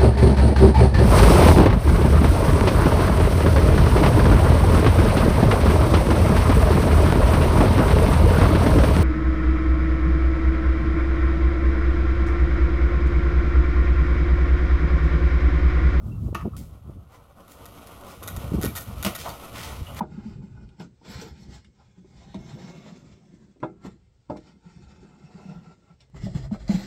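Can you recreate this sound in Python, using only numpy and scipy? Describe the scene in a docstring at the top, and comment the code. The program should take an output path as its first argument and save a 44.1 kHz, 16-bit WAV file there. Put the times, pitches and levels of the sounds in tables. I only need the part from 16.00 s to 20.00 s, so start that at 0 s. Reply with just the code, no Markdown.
"""Falling grit in a stone outbuilding

Grit trickles from a damaged ceiling onto rubble: shaped noise and many small impacts, louder after 1.5 s.
Two larger pieces knock: decaying noise bursts and damped modes. Something close by creaks and ticks in
stick-slip runs, each slip exciting the same modes. Loose debris slides as swelling band noise, and brushed
scrap metal rings faintly. Light wind buffets the microphone in the doorway: low noise with brief puffs."""
import sys
import numpy as np
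from scipy import signal
from scipy.fft import rfft, irfft, next_fast_len
from scipy.io import wavfile
from scipy.ndimage import map_coordinates

SR = 44100
rng = np.random.default_rng(int(sys.argv[2]) if len(sys.argv) > 2 else 0)


def dump(signal):
    """Clip the signal to [-1, 1] and save it as 16-bit WAV at the path in sys.argv[1]."""
    limited = np.clip(np.atleast_2d(signal).T, -1, 1)
    pcm = np.round(limited * 32767).astype(np.int16)
    wavfile.write(sys.argv[1], SR, pcm)


N = 176400  # samples: 4 s

# Falling grit, before its surges: (time [s], level of the steady noise [dB])
GRIT_LEVEL = [(0, -72.5), (.7, -68), (.97, -72), (1.43, -65.5), (1.7, -56.5), (2.14, -56), (2.33, -51.5),
              (2.75, -52), (3.22, -49.5), (3.45, -49), (4, -52.5)]
# Spectral shape of the grit: (frequency [Hz], relative level [dB])
GRIT_COLOUR = [(1000, -7), (1800, -6), (2900, -2), (4900, -11), (8200, -13), (12600, -7), (14800, -18.5),
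               (16000, -37)]
# Dull patter on the rubble, before its surges: (time [s], level [dB])
PATTER_LEVEL = [(0, -56.5), (.95, -61.5), (1.41, -56), (1.66, -51.5), (2.58, -45), (2.9, -48), (3.3, -45),
                (4, -47)]
# Spectral shape of the patter: (frequency [Hz], relative level [dB])
PATTER_COLOUR = [(120, -2.5), (250, 1.5), (400, -4), (560, 0.5), (760, -2.5), (950, -6.5), (1150, -2),
                 (1450, -8), (2200, -30)]
GRAIN_DB = -1.5  # impacts relative to the steady noise
SURGE_DB, SURGES_PER_S = 2.5, 26  # slow fluctuation: spread of the random knots, and their rate
CLUMP_DB, CLUMPS_PER_S = 1.5, 87  # faster fluctuation, of the fine grit only


def trickle():
    """Granular flow: noise and many small impacts, fine grit over dull patter, with a fluctuating level."""
    fine_noise = coloured(rng.standard_normal(N), GRIT_COLOUR)
    fine_impacts = coloured(grains(), GRIT_COLOUR)
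    fine = fine_noise + amp(GRAIN_DB) * fine_impacts
    dull = coloured(rng.standard_normal(N) + amp(GRAIN_DB) * grains(), PATTER_COLOUR)

    surge_db = SURGE_DB * wobble(SURGES_PER_S)
    fine_surge_db = surge_db / 2 + CLUMP_DB * wobble(CLUMPS_PER_S)
    return level(GRIT_LEVEL) * amp(fine_surge_db) * fine + level(PATTER_LEVEL) * amp(surge_db) * dull


GRAINS_PER_S, GRAIN_SPREAD_DB = 400, 2.5  # mean impact rate, and mean size excess before its limit


def grains():
    """Poisson impacts: independent single-sample blows of scattered size at a constant mean rate, at rms 1."""
    excess_db = GRAIN_SPREAD_DB * np.minimum(rng.exponential(size=N), 3)
    struck = rng.random(N) < GRAINS_PER_S / SR
    return unit(struck * amp(excess_db) * rng.choice([-1, 1], N))


# Contacts of heavier pieces, before their spectral shape or modes are applied:
# (time [s], body [dB], crack [dB], hollow thud [dB], woody clack [dB])
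KNOCKS = [(.347, -29.5, -36, -37.5, -27), (.351, -44.5, -42, -33.5, -22), (3.048, -24.5, -20.5, -29.5, -54),
          (3.063, -24.5, -28, -23.5, -39)]
# Spectral shape of the body noise: (frequency [Hz], relative level [dB])
KNOCK_COLOUR = [(250, -23), (600, 5.5), (950, -12.5), (1240, -0.5), (1600, -2.5), (2700, 4), (3800, -8.5),
                (6300, -7.5), (11000, -57)]
# Spectral shape of the sharp noise in cracks and slips: (frequency [Hz], relative level [dB])
SNAP_COLOUR = [(400, -19), (1500, 5.5), (4000, 3.5), (8000, 2.5), (13000, 5.5), (15000, 0), (16000, -13)]
# Hollow thud modes: (frequency [Hz], relative level [dB], t60 [s])
THUD_MODES = [(204, 4, 0.094), (334, -4.5, 0.12), (463, -9, 0.052), (662, -5.5, 0.068)]
# Woody clack modes: (frequency [Hz], relative level [dB], t60 [s])
CLACK_MODES = [(901, -7, 0.031), (1156, -2, 0.03), (1252, -3.5, 0.043), (1406, -5, 0.023), (1810, -3, 0.02)]
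BODY_T60_S, CRACK_T60_S, KNOCK_ATTACK_S = 0.07, 0.037, 0.00077
KNOCK_WET_DB = -6.5  # gain of the room tail


def knocks():
    """Impact excitation: a contact releases broadband noise and sets damped modes ringing."""
    out, t = np.zeros(N), np.arange(SR // 4) / SR
    for s, body_db, crack_db, thud_db, clack_db in KNOCKS:
        body = amp(body_db - 60 * t / BODY_T60_S) * coloured(rng.standard_normal(len(t)), KNOCK_COLOUR)
        crack = amp(crack_db - 60 * t / CRACK_T60_S) * coloured(rng.standard_normal(len(t)), SNAP_COLOUR)
        thud = amp(thud_db) * ring(THUD_MODES, t)
        clack = amp(clack_db) * ring(CLACK_MODES, t)
        attack = 1 - np.exp(-t / KNOCK_ATTACK_S)
        add(out, s, crack + (body + thud + clack) * attack)
    return out + amp(KNOCK_WET_DB) * room(out)


# Single slips: (time [s], relative level [dB])
SLIPS = [(0.5654, -33), (1.4807, -40), (1.5023, -50), (1.5193, -37.5), (1.6561, -33.5), (1.6618, -32),
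         (1.8715, -30.5), (2.2761, -21.5), (2.281, -19), (2.2872, -23.5), (2.364, -24.5), (2.3695, -27),
         (2.614, -23.5), (2.6201, -25.5), (2.6258, -19), (2.6327, -18), (2.6403, -20), (2.6476, -18),
         (2.6533, -19), (2.6569, -20.5), (2.6634, -20.5), (3.0273, -18), (3.0327, -21), (3.0413, -23.5),
         (3.9466, -34.5)]
# Fast runs of slips: (start [s], length [s], rate [slips/s], mean relative level [dB])
SLIP_RUNS = [(2.229, .014, 480, -34), (2.675, .03, 150, -38), (2.752, .036, 540, -26),
             (3.15, .016, 350, -23.5), (3.283, .02, 260, -30)]
# Modes of the creaking part: (frequency [Hz], relative level [dB], t60 [s])
CREAK_MODES = [(695, -12, 0.012), (1312, -14, 0.021), (1466, -22, 0.066), (1883, -16, 0.048),
               (2416, -31.5, 0.085), (3683, -14, 0.021), (6290, -22, 0.026), (6920, -13.5, 0.012),
               (9200, -16, 0.011), (11200, -1, 0.0043), (13000, 2, 0.0034), (14800, -15, 0.0077)]
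SLIP_DB, SLIP_ATTACK_S = -1, 0.00033  # gain of all slips, and rise time constant
SNAP_DB, SNAP_T60_S = -2, 0.01  # noise of each slip
CREAK_WET_DB = -6.5  # gain of the room tail


def creak():
    """Stick-slip friction: every sudden slip snaps and excites the modes of the same small part."""
    out, t = np.zeros(N), np.arange(SR // 16) / SR
    slips = [tuple(row) for row in SLIPS]
    for start, length, rate, mean_db in SLIP_RUNS:
        # uneven spacing and strength, drawn for up to 40 slips
        chance = rng.standard_normal((40, 2))
        for k, (shift, change) in enumerate(chance):
            if k < length * rate:
                slips.append((start + (k + 0.22 * shift) / rate, mean_db + 2 * change))

    for s, db in slips:
        snap = amp(SNAP_DB - 60 * t / SNAP_T60_S) * coloured(rng.standard_normal(len(t)), SNAP_COLOUR)
        attack = 1 - np.exp(-t / SLIP_ATTACK_S)
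        add(out, s, amp(db + SLIP_DB) * (ring(CREAK_MODES, t) + snap) * attack)
    return out + amp(CREAK_WET_DB) * room(out)


# Slides, scrapes and rustles; the narrow bands ring or squeak:
# (time [s], rise [s], t60 [s], level [dB], centre [Hz], half width at half amplitude [octaves])
SLIDES = [(.113, 0.0063, .16, -55, 2730, 0.015), (.37, 0.043, 0.079, -43.5, 1200, 0.55),
          (0.534, 0.0041, 0.045, -43.5, 1154, 0.11), (0.565, 0.0023, 0.36, -43.5, 7500, 2.6),
          (1.085, 0.066, 0.21, -50.5, 710, 1.2), (2.79, 0.018, 0.13, -39, 10780, 1.3),
          (1.475, 0.046, 0.23, -50, 2470, 5.6), (2.04, 0.06, 0.39, -46.5, 1470, 2.3),
          (2.671, 0.0067, 0.14, -44, 2322, 0.058), (3.174, 0.022, 0.55, -37, 2960, 1.34),
          (3.25, 0.0019, 0.31, -32.5, 805, 0.51), (3.047, 0.0093, 0.17, -27.5, 1310, 2.2),
          (3.53, 0.035, 0.91, -36.5, 1730, 1.3), (3.614, 0.018, 0.49, -39, 3000, 1.4),
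          (3.86, 0.01, 0.23, -44, 2900, 0.07), (3.289, 0.0044, 0.077, -38, 4530, 0.047),
          (3.962, 0.0064, 0.54, -37, 1330, 1.55)]
SLIDE_GRAIN = 0.98  # impacts relative to the smooth noise, as an amplitude ratio


def slides():
    """Sliding friction: grainy noise fills a resonant band, swells and decays, for at most 0.5 s."""
    out, t = np.zeros(N), np.arange(SR // 2) / SR
    for s, rise, t60, db, centre_hz, octaves in SLIDES:
        def band(hz):
            return 1 / (1 + (np.log2((hz + 1) / centre_hz) / octaves) ** 2)

        rub = rng.standard_normal(len(t)) + SLIDE_GRAIN * grains()[:len(t)]
        rush = unit(filtered(rub, band))
        swell = np.minimum(t / rise, 1)
        decay = amp(db - 60 * np.maximum(t - rise, 0) / t60)
        add(out, s, rush * swell * decay)
    return out


# The brush against scrap metal: (time [s], level before the mode levels [dB])
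SCRAP_AT = (3.635, -42.5)
# Modes of the scrap metal: (frequency [Hz], relative level [dB], t60 [s])
SCRAP_MODES = [(704, -6.5, 0.97), (886, 0.5, 0.59)]


def scrap():
    """Lightly damped modes: the brushed metal rings on faintly, for at most 0.5 s."""
    out, t = np.zeros(N), np.arange(SR // 2) / SR
    s, db = SCRAP_AT
    attack = 1 - np.exp(-t / KNOCK_ATTACK_S)
    add(out, s, amp(db) * ring(SCRAP_MODES, t) * attack)
    return out


# Wind rumble, before its fluctuation: (time [s], level [dB])
WIND_LEVEL = [(0, -46), (.03, -31), (.33, -31.5), (.39, -36), (.43, -30.5), (.52, -32.5), (.68, -37.5),
              (.79, -53), (.91, -38), (1.07, -51.5), (1.45, -60), (1.7, -53.5), (2.03, -57.5), (2.3, -41),
              (2.6, -30), (2.8, -48), (2.99, -38), (3.4, -46.5), (3.66, -43.5), (4, -39)]
# Spectral shape of the rumble: (frequency [Hz], relative level [dB])
WIND_COLOUR = [(20, -48), (35, -15), (60, 2.5), (120, -3.5), (240, -16.5), (400, -28.5), (800, -46),
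               (1500, -57)]
# Sharp puffs: (centre [s], Gaussian half length [s], level at the centre [dB], upper edge [Hz])
PUFFS = [(.24, 0.019, -38.5, 280), (0.287, 0.0058, -35.5, 380), (.329, 0.0025, -29, 450),
         (0.459, 0.0064, -25, 474), (0.478, 0.0066, -26.5, 317), (0.606, 0.026, -39.5, 242),
         (0.897, 0.004, -39.5, 290), (0.97, 0.0088, -46.5, 317), (2.379, 0.006, -26, 151),
         (2.451, 0.007, -29.5, 146), (2.523, 0.0026, -23, 287), (2.546, 0.0094, -21, 294),
         (2.588, 0.0048, -23.5, 400), (2.645, 0.0047, -23, 504), (2.661, 0.0027, -21.5, 393),
         (2.689, 0.021, -32.5, 253), (2.895, 0.014, -33, 156), (3.822, 0.011, -29.5, 127)]
LUMP_DB, LUMPS_PER_S = 3, 24  # fluctuation: spread of the random knots, and their rate
PUFF_LOW_HZ, PUFF_SLOPE = 78, 3.7  # lower edge, and exponent of the fall above the upper edge


def wind():
    """Turbulent pressure on a microphone: fluctuating low rumble, with brief puffs that reach higher."""
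    fluctuation = amp(LUMP_DB * wobble(LUMPS_PER_S))
    rumble = coloured(rng.standard_normal(N), WIND_COLOUR)
    out = level(WIND_LEVEL) * fluctuation * rumble

    t = np.arange(-SR // 8, SR // 8) / SR
    for s, half, db, edge_hz in PUFFS:
        def band(hz):
            low_cut = hz ** 2 / (hz ** 2 + PUFF_LOW_HZ ** 2)
            return low_cut / (1 + (hz / edge_hz) ** PUFF_SLOPE)

        air = filtered(rng.standard_normal(len(t)), band)
        swell = np.exp(-.5 * (t / half) ** 2)
        puff = unit(air * swell) * np.sqrt(np.mean(swell ** 2))
        add(out, s + t[0], amp(db) * puff)
    return out


WALL_GAIN, WALL_SPREAD_S = 0.19, .02  # strength of each reflection, and longest delay


def walls(x, count=9):
    """Early reflection: weak delayed copies of either sign return from the stone walls."""
    out = x.copy()
    for delay, sign in zip(rng.random(count), rng.choice([-1, 1], count)):
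        add(out, delay * WALL_SPREAD_S, sign * WALL_GAIN * x)
    return out / np.sqrt(1 + count * WALL_GAIN ** 2)


# Reverberation of the outbuilding: (frequency [Hz], t60 [s])
ROOM_T60 = [(150, 0.22), (1200, 0.3), (3000, 0.31), (8000, 0.25), (15000, 0.42)]


def room(x):
    """Reverberation: convolution with noise whose decay time depends on frequency, delayed by 5 ms."""
    hz, t, z = signal.stft(rng.standard_normal(SR // 2), SR, nperseg=256)
    decay = amp(-60 * t / along(ROOM_T60, hz)[:, None])
    tail = signal.istft(z * decay, SR, nperseg=256)[1]
    response = np.pad(tail / np.linalg.norm(tail), (SR // 200, 0))
    return signal.fftconvolve(x, response)[:N]


def ring(modes, t):
    """Modal superposition: exponentially damped sines, of random phase and slightly varied level."""
    out = np.zeros(len(t))
    for hz, db, t60 in modes:
        decay = amp(db + rng.normal(0, 0.52) - 60 * t / t60)
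        out += decay * np.sin(2 * np.pi * (hz * t + rng.random()))
    return out


def wobble(rate):
    """Smooth random fluctuation: a spline through random knots of unit spread, at rate knots a second."""
    return map_coordinates(rng.standard_normal(1024), [clock() * rate])


def coloured(x, colour):
    """Spectral shaping: x filtered to (frequency [Hz], level [dB]) points, at rms 1."""
    return unit(filtered(x, lambda hz: amp(along(colour, hz))))


def filtered(x, response):
    """Linear filtering: the spectrum of x times a response of frequency, with zero padding."""
    m = next_fast_len(len(x) + SR // 8)
    return irfft(rfft(x, m) * response(np.fft.rfftfreq(m, 1 / SR)), m)[:len(x)]


def along(points, hz):
    """Logarithmic frequency scale: (frequency [Hz], value) points interpolated at hz."""
    f, v = np.transpose(points)
    return np.interp(np.log(hz + 1), np.log(f + 1), v)


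def level(rows):
    """Amplitude envelope: gain per sample from (time [s], level [dB]) points."""
    return amp(np.interp(clock(), *np.transpose(rows)))


def clock():
    """Sampled time: seconds at every sample."""
    return np.arange(N) / SR


def amp(db):
    """Decibel law: amplitude ratio of a level in dB."""
    return 10 ** (np.asarray(db) / 20)


def unit(x):
    """Power normalisation: x at rms 1."""
    return x / np.sqrt(np.mean(x ** 2) + 1e-20)


def add(out, s, x):
    """Superposition: x mixed into out from time s."""
    part = out[max(round(s * SR), 0):][:len(x)]
    part += x[:len(part)]


def scene():
    """Superposition of sources: wind at the microphone, debris inside the walls, and the closer sounds."""
    return (wind() + walls(trickle() + slides()) + creak() + knocks() + scrap())[None]


# Microphone response, a notch near 1.6 kHz: (frequency [Hz], gain [dB])
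MIC_RESPONSE = [(1450, 1), (1540, -2), (1630, -9), (1740, -5), (1830, -2)]
TOP_HZ = 15850  # upper band limit


def record(dry):
    """Transducer response: the microphone's notch, and nothing above the band limit."""
    def response(hz):
        return amp(along(MIC_RESPONSE, hz)) * (hz < TOP_HZ)

    return np.array([filtered(x, response) for x in dry])


dry = scene()
out = record(dry)
dump(out)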